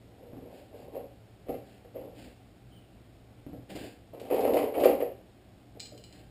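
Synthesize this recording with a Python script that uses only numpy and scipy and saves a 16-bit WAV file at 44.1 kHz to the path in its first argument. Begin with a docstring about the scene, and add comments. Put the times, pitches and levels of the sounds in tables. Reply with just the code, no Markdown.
"""A garage with a concrete floor: a mechanic sits up on a plastic creeper, stands, and swings it aside.
Each shove sets the wheels rumbling through the hollow shell, which booms whenever a caster swivels
and drops. Shoes thud, scuff and squeak once, grit cracks, and hand tools clink at the end.
Room air and a faint mains hum lie underneath; a small camera's coarse sampling adds a glassy fizz."""
import sys
import numpy as np
from scipy import signal
from scipy.fft import rfft, irfft
from scipy.io import wavfile
from scipy.ndimage import map_coordinates

SR = 44100
rng = np.random.default_rng(int(sys.argv[2]) if len(sys.argv) > 2 else 0)


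def digitize_waveform(pressure):
    """Quantize a signal to 16-bit integers and store it at the path in sys.argv[1].

    Rows of a 2-D input are taken as channels; values are limited to [-1, 1].
    """
    field = np.atleast_2d(pressure).T
    bounded = np.clip(field, -1, 1)
    quanta = np.round(bounded * 32767).astype(np.int16)
    wavfile.write(sys.argv[1], SR, quanta)


N = 278226
TIME = np.arange(N) / SR


def from_db(db):
    """Decibels to gain."""
    return 10 ** (np.asarray(db) / 20)


def rms_one(x):
    """Scale to rms 1."""
    return x / np.sqrt(np.mean(x ** 2) + 1e-20)


def at_hz(points, hz):
    """Read a table along a log-frequency axis."""
    f, value = np.transpose(points)
    return np.interp(np.log(np.maximum(hz, 1)), np.log(f), value)


def drift(per_s):
    """Smooth random wandering; rms 1."""
    knots = rng.standard_normal(4000)
    return rms_one(map_coordinates(knots, [TIME * per_s], order=3, mode="mirror"))


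def through(x, response):
    """Pass x through an impulse response scaled to unit energy."""
    return signal.fftconvolve(x, response / np.linalg.norm(response))[:N]


def colour(x, spectrum, size=8192):
    """Minimum-phase EQ in the shape of the given spectrum."""
    cepstrum = irfft(np.log(from_db(at_hz(spectrum, np.fft.rfftfreq(size, 1 / SR)))))
    cepstrum[1:size // 2] *= 2
    cepstrum[size // 2 + 1:] = 0
    return through(x, irfft(np.exp(rfft(cepstrum))))


def grains(per_s, spread_db):
    """Random tiny impacts of uneven size; rms 1."""
    sizes = from_db(spread_db * np.minimum(rng.exponential(1, N), 4)) * rng.choice([-1, 1], N)
    return rms_one(sizes * (rng.random(N) < per_s / SR))


def blows(times, level_db):
    """One click for each blow."""
    clicks = np.zeros(N)
    np.add.at(clicks, np.round(np.asarray(times) * SR).astype(int), from_db(level_db))
    return clicks


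def chatter(clicks, decay_s, per_s, rise_s=0.00055):
    """Spread each click's energy into a burst of small contacts that builds up and dies."""
    energy = clicks ** 2 + 1e-24
    for time_s in (rise_s, decay_s):
        pole = np.exp(-2 / (time_s * SR))
        energy = signal.lfilter([1 - pole], [1, -pole], energy)
    return np.sqrt(energy) * grains(per_s, spread_db=5.5)


def stroke(start_s, rise_s, length_s, fade_db_per_s):
    """Envelope of one movement: it builds up, holds to the end of its length, then dies away."""
    t = TIME - start_s
    return np.clip(t / rise_s, 0, 1) * from_db(-fade_db_per_s * np.maximum(t - length_s, 0))


# room tone EQ: (frequency [Hz], gain [dB])
AIR_EQ = [(13, -67), (22, -13), (48, -10), (86, -5), (117, 1), (131, -7.5), (147, -19), (169, -3.5),
          (208, -7.5), (288, -7.5), (527, -15), (763, -14.5), (940, -26), (3070, -28.5), (5600, -34.5),
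          (7280, -50), (12300, -120)]
# mains partials: (frequency [Hz], level [dB])
HUM_PARTIALS = [(59.2, -63.5), (118.4, -60.5), (177.6, -92)]
def room_tone(air_db=-55.8, hum_db=-2, waver_rad=1.0, swell_db=3.5):
    """A bed of steady air and a mains hum that wavers in pitch and level."""
    bed = from_db(air_db) * colour(rng.standard_normal(N), AIR_EQ)
    for hz, db in HUM_PARTIALS:
        level = np.sqrt(2) * from_db(db + hum_db + swell_db * drift(15))
        bed += level * np.sin(2 * np.pi * hz * TIME + waver_rad * drift(17))
    return bed


# shoves on the creeper: (start [s], attack [s], length [s], boom [dB], rattle re boom [dB])
SHOVES = [(0.022, 0.22, 0.6, -50.5, -36), (0.693, 0.052, 0.26, -48, -28), (0.914, .02, 0.059, -41, -22),
          (1.935, 0.012, 0.12, -42.5, -24), (4.126, .01, 0.029, -40, -21.5),
          (4.206, 0.026, 0.057, -37, -20.5), (4.294, 0.02, 0.34, -24.5, -23.5),
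          (4.727, 0.065, 0.18, -24.5, -24), (4.985, 0.014, 0.027, -41, -34)]
def rolling(coast_db_per_s=185):
    """Envelopes of shell boom and wheel rattle: each shove spins the casters, then they coast to rest."""
    boom = rattle = 0
    for start_s, rise_s, length_s, boom_db, rattle_db in SHOVES:
        motion = from_db(boom_db) * stroke(start_s, rise_s, length_s, coast_db_per_s)
        boom += motion
        rattle += from_db(rattle_db) * motion
    return boom, rattle


# the shell's broad resonance plus narrow room modes: (frequency [Hz], width [Hz], level [dB])
BOOM_MODES = [(244, 49, 9.5), (287.8, 20.3, 2.5), (351, 31, -2), (403, 89, -2.5), (468, 26, 0.5),
              (490, 800, -8.5), (533.7, 26, 4), (598, 43, -16), (692, 36, -8), (778, 6.5, -12.5),
              (918, 73, -9), (1057, 40, 0)]
def boom_ring(force, low_hz=240, high_hz=890, cavity_hz=510, cavity_width_hz=300):
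    """Low-mid ring of each boom, from shell and room; the shell's cavity swells it over a few cycles."""
    t = TIME[:SR // 3]
    ring = sum(from_db(db) * width * np.exp(-np.pi * width * t) * np.cos(2 * np.pi * hz * t)
               for hz, width, db in BOOM_MODES)
    ring = signal.lfilter(*signal.iirpeak(cavity_hz, cavity_hz / cavity_width_hz, fs=SR), ring)
    ring = signal.sosfilt(signal.butter(7, low_hz, "high", fs=SR, output="sos"), ring)
    ring = signal.sosfilt(signal.butter(7, high_hz, fs=SR, output="sos"), ring)
    return through(force, ring)


# bright rattle of loose casters: (frequency [Hz], gain [dB])
RATTLE_EQ = [(60, -31), (160, -25), (300, -46), (900, -7), (1150, 8), (1500, -2), (2000, 3), (2350, 4),
             (3100, 0.5), (3600, -11.5), (4800, -8.5), (5600, -18)]
def creeper(roll_db=-1, wheel_db=-1.5, lumpy_db=3, slab_db=-27):
    """Rough concrete and knocks shake the shell and, faintly, the slab; the casters rattle along."""
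    boom, rattle = rolling()
    lumps = rms_one(from_db(lumpy_db * drift(90)))
    road = from_db(roll_db) * boom * lumps * grains(per_s=1500, spread_db=1.5)
    bearings = from_db(wheel_db) * rattle * lumps * grains(per_s=2700, spread_db=6)
    knocks, clatter = caster_knocks()
    force = road + knocks
    rumble = from_db(slab_db) * colour(force, [(25, -8), (60, 0), (165, 0), (330, -20), (1000, -60)])
    return boom_ring(force) + rumble + colour(bearings + clatter, RATTLE_EQ)


# sand grinding on concrete: (frequency [Hz], gain [dB])
GRIT_EQ = [(80, -24), (200, 16.5), (285, 19.5), (400, 13.5), (780, 7.5), (1000, -7), (1300, -15),
           (1550, 3.5), (1900, -2), (2700, 3), (3600, -3.5), (5000, -3), (5700, -15.5)]
def wheel_grit(level_db=-25):
    """Sand grinds under the wheels as they roll."""
    boom, _ = rolling()
    return colour(from_db(level_db) * boom * grains(per_s=700, spread_db=4), GRIT_EQ)


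# caster hits: (drop time [s], boom [dB], clatter re boom [dB], swivel lead [s])
CASTER_DROPS = [(0.228, -40, -15, 0.0042), (0.965, -20, -28.5, .012), (1.467, -34.5, -17, 0.0011),
                (1.496, -18.5, -19.5, 0.013), (1.542, -23, -19, 0.0027), (1.847, -36, -17, 0.0029),
                (1.957, -23.5, -23, 0.00483), (1.976, -29.5, -23, 0.0028), (4.308, -11.5, -19.5, .008),
                (4.341, -12.5, -17.5, 0.0042), (4.45, -9, -21, 0.0076), (4.541, -10, -36, .003),
                (4.594, -13.5, -7, .028), (4.762, -18.5, -12.5, 0.022), (4.854, 1, -19.5, .019),
                (5.0223, -9, -21.5, 0.021)]
def caster_knocks(knock_db=16.5, settle_db=2, clatter_db=15, fork_hz=528, fork_width_hz=195):
    """A caster swivels, drops, bounces once and settles; returns its force on the shell and clatter."""
    drop_s, boom_db, relative_db, swivel_s = np.transpose(CASTER_DROPS)
    tap = blows(drop_s - swivel_s, boom_db - 8)
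    rebound = blows(drop_s + 0.007816, boom_db - 1.5)
    hits = tap + blows(drop_s, boom_db) + rebound
    # the springy fork makes each drop swell over a few cycles
    sprung = signal.lfilter(*signal.iirpeak(fork_hz, fork_hz / fork_width_hz, fs=SR), hits + 1e-18)
    settling = from_db(settle_db) * chatter(hits, decay_s=0.0092, per_s=3000)
    swivels = blows(drop_s - swivel_s, boom_db + relative_db)
    clatter = from_db(clatter_db) * chatter(swivels, decay_s=.013, per_s=4500, rise_s=.014)
    return from_db(knock_db) * sprung + settling, clatter


# shoes landing: (time [s], thud [dB], heel clack re thud [dB])
FOOTFALLS = [(0.333, -25.5, -9), (0.368, -26.5, -23), (1.492, -19, 5), (2.259, -32.5, -0.5),
             (3.465, -23, -11), (3.532, -24.5, -4.5), (3.704, -29.5, 2.5), (3.7526, -22, -3),
             (3.84, -32, 2.5), (5.755, -37.5, 8), (5.921, -37, 8), (6.151, -45.5, 5)]
# body of the thud: (frequency [Hz], gain [dB])
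THUD_EQ = [(40, -7.5), (80, -1.5), (140, 2), (200, -3), (285, 8), (400, -5.5), (760, -16), (950, -23.5),
           (2600, -36.5), (5500, -45)]
# midrange clack of the heel: (frequency [Hz], gain [dB])
HEEL_EQ = [(200, -23.5), (350, 5.5), (480, 13), (760, 5), (950, -26), (2600, -31.5), (5500, -34)]
def footsteps(step_db=11, sole_db=13, heel_db=13):
    """A step thuds on the concrete, and the heel clacks as the sole settles."""
    time_s, thud_db, clack_db = np.transpose(FOOTFALLS)
    landings = blows(time_s, thud_db)
    soles = from_db(sole_db) * chatter(landings, decay_s=0.036, per_s=1500)
    heels = blows(time_s, thud_db + clack_db)
    clacks = from_db(heel_db) * chatter(heels, decay_s=0.035, per_s=1500, rise_s=0.003)
    return colour(from_db(step_db) * landings + soles, THUD_EQ) + colour(clacks, HEEL_EQ)


# soles and clothes dragging: (start [s], attack [s], length [s], level [dB])
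DRAGS = [(0.443, .12, .15, -53.5), (0.732, 0.029, 0.084, -55.5), (1.59, 0.087, 0.15, -56),
         (2.127, 0.064, .12, -46.5), (3.688, 0.013, 0.014, -39.5), (3.747, 0.0082, .11, -43),
         (6.095, 0.026, 0.11, -54)]
def scuffs(level_db=-2, lift_db_per_s=232):
    """A drag grinds over the sandy floor and fades as the weight comes off."""
    envelope = sum(from_db(db) * stroke(start_s, rise_s, length_s, lift_db_per_s)
                   for start_s, rise_s, length_s, db in DRAGS)
    return colour(from_db(level_db) * envelope * grains(per_s=2300, spread_db=1), GRIT_EQ)


def sole_squeak(start_s=2.707, start_hz=3170, sag_hz_per_s=2200, waver=0.0367, level_db=-63, rough_db=4):
    """Rubber sticks and slips at a falling, unsteady pitch."""
    glide_hz = start_hz - sag_hz_per_s * np.clip(TIME - start_s, 0, .5)
    pitch_hz = glide_hz * (1 + waver * drift(200))
    envelope = stroke(start_s, rise_s=0.0067, length_s=0.033, fade_db_per_s=103)
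    level = envelope * from_db(level_db + rough_db * drift(110))
    return level * np.sin(2 * np.pi * np.cumsum(pitch_hz) / SR)


# grit giving way: (time [s], level [dB])
GRIT_CRACKS = [(3.701, -33), (3.756, -27), (4.198, -31), (4.252, -33), (4.36, -31), (4.405, -22.5),
               (4.535, -21), (4.573, -29), (4.795, -23), (4.836, -20)]
# crisp edge of a crack: (frequency [Hz], gain [dB])
CRACK_EQ = [(250, -8), (1500, -2), (2800, 0), (4600, -6), (5700, -8)]
def crunches(level_db=10):
    """Grit cracks in short bursts under a sole or a wheel."""
    cracks = blows(*np.transpose(GRIT_CRACKS))
    return colour(from_db(level_db) * chatter(cracks, decay_s=0.014, per_s=4300, rise_s=.004), CRACK_EQ)


# tools touching in the hand: (time [s], level [dB], brightness [dB/octave])
TOOL_TOUCHES = [(5.797, -41, 13), (5.802, -33, 4.5), (5.857, -45, -3), (5.977, -47.5, -4),
                (6.039, -46.5, -13), (6.126, -51.5, -8)]
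# ring of the steel: (frequency [Hz], level [dB], t60 [s])
STEEL_MODES = [(2416, 0.5, 0.1), (2932, -0.5, 0.11), (3132, 2.5, 0.12), (3770, -3, .03), (4117, 8, 0.05),
               (4140, 0, 0.084), (4197, 4.5, 0.096), (4640, 2.5, 0.04), (4910, 18, 0.01), (5370, -5, 0.03)]
def tool_clinks(ring_db=-13, tick_db=7, vary_db=4):
    """Each touch is a hard tick and strikes every steel mode with a strength of its own."""
    t = TIME[:SR // 3]
    hz, mode_db, t60 = np.transpose(STEEL_MODES)[:, :, None]
    modes = np.exp(-np.log(1000) * t / t60) * np.sin(2 * np.pi * hz * t)
    clinks = np.zeros(N)
    for time_s, touch_db, tilt_db in TOOL_TOUCHES:
        strike_db = mode_db + tilt_db * np.log2(hz / 4000) + vary_db * rng.standard_normal(hz.shape)
        ring = np.sum(from_db(strike_db) * modes, axis=0)
        clinks += signal.fftconvolve(blows([time_s], touch_db + ring_db), ring)[:N]
    time_s, touch_db, _ = np.transpose(TOOL_TOUCHES)
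    ticks = chatter(blows(time_s, touch_db + tick_db), decay_s=0.014, per_s=3800, rise_s=.003)
    clinks += colour(ticks, [(1200, -26), (2600, 7), (4200, 15), (5600, -24)])
    # small parts radiate no bass
    return signal.sosfilt(signal.butter(2, 1900, "high", fs=SR, output="sos"), clinks)


# reverb decay: (frequency [Hz], t60 [s])
REVERB_T60 = [(100, 0.48), (500, 0.36), (2000, 0.41), (5500, 0.37)]
# reverb colour: (frequency [Hz], gain [dB])
REVERB_EQ = [(100, 0), (300, -0.5), (550, 0), (1100, 0), (5500, 2)]
def garage(x, wet_db=-1, predelay_s=.006):
    """Direct sound, then a dense tail off floor, cars and walls that dies octave by octave."""
    t = TIME[:SR]
    hz = np.fft.rfftfreq(SR, 1 / SR)
    spectrum = np.exp(2j * np.pi * rng.random(len(hz))) * from_db(at_hz(REVERB_EQ, hz))
    edges_hz = SR / 2 ** np.arange(10, 0, -1)
    tail = np.zeros(SR)
    for low, high in zip(edges_hz, edges_hz[1:]):
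        band = irfft(spectrum * ((hz >= low) & (hz < high)), SR)
        t60 = at_hz(REVERB_T60, np.sqrt(low * high))
        tail += band * np.exp(-np.log(1000) * t / t60)
    wet = from_db(wet_db)
    return (x + wet * through(x, tail * (t > predelay_s))) / np.hypot(1, wet)


def scene():
    """The action sits a few metres away in the garage, over the room tone; mono."""
    action = creeper() + footsteps() + scuffs() + wheel_grit()
    action += crunches() + sole_squeak() + tool_clinks()
    return (garage(action) + room_tone())[None]


def record(dry, sampler_hz=12000, hold=4, band_hz=5650, cutoff_hz=15300):
    """Glassy fizz: the camera holds each coarse sample, mirroring the sound around its sampling rate."""
    narrow = signal.sosfilt(signal.cheby1(10, .3, band_hz, fs=SR, output="sos"), dry)
    coarse = signal.resample_poly(narrow, sampler_hz, SR, axis=1)
    held = signal.resample_poly(np.repeat(coarse, hold, axis=1), SR, hold * sampler_hz, axis=1)[:, :N]
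    return signal.sosfilt(signal.ellip(10, .2, 80, cutoff_hz, fs=SR, output="sos"), held)


dry = scene()
out = record(dry)
digitize_waveform(out)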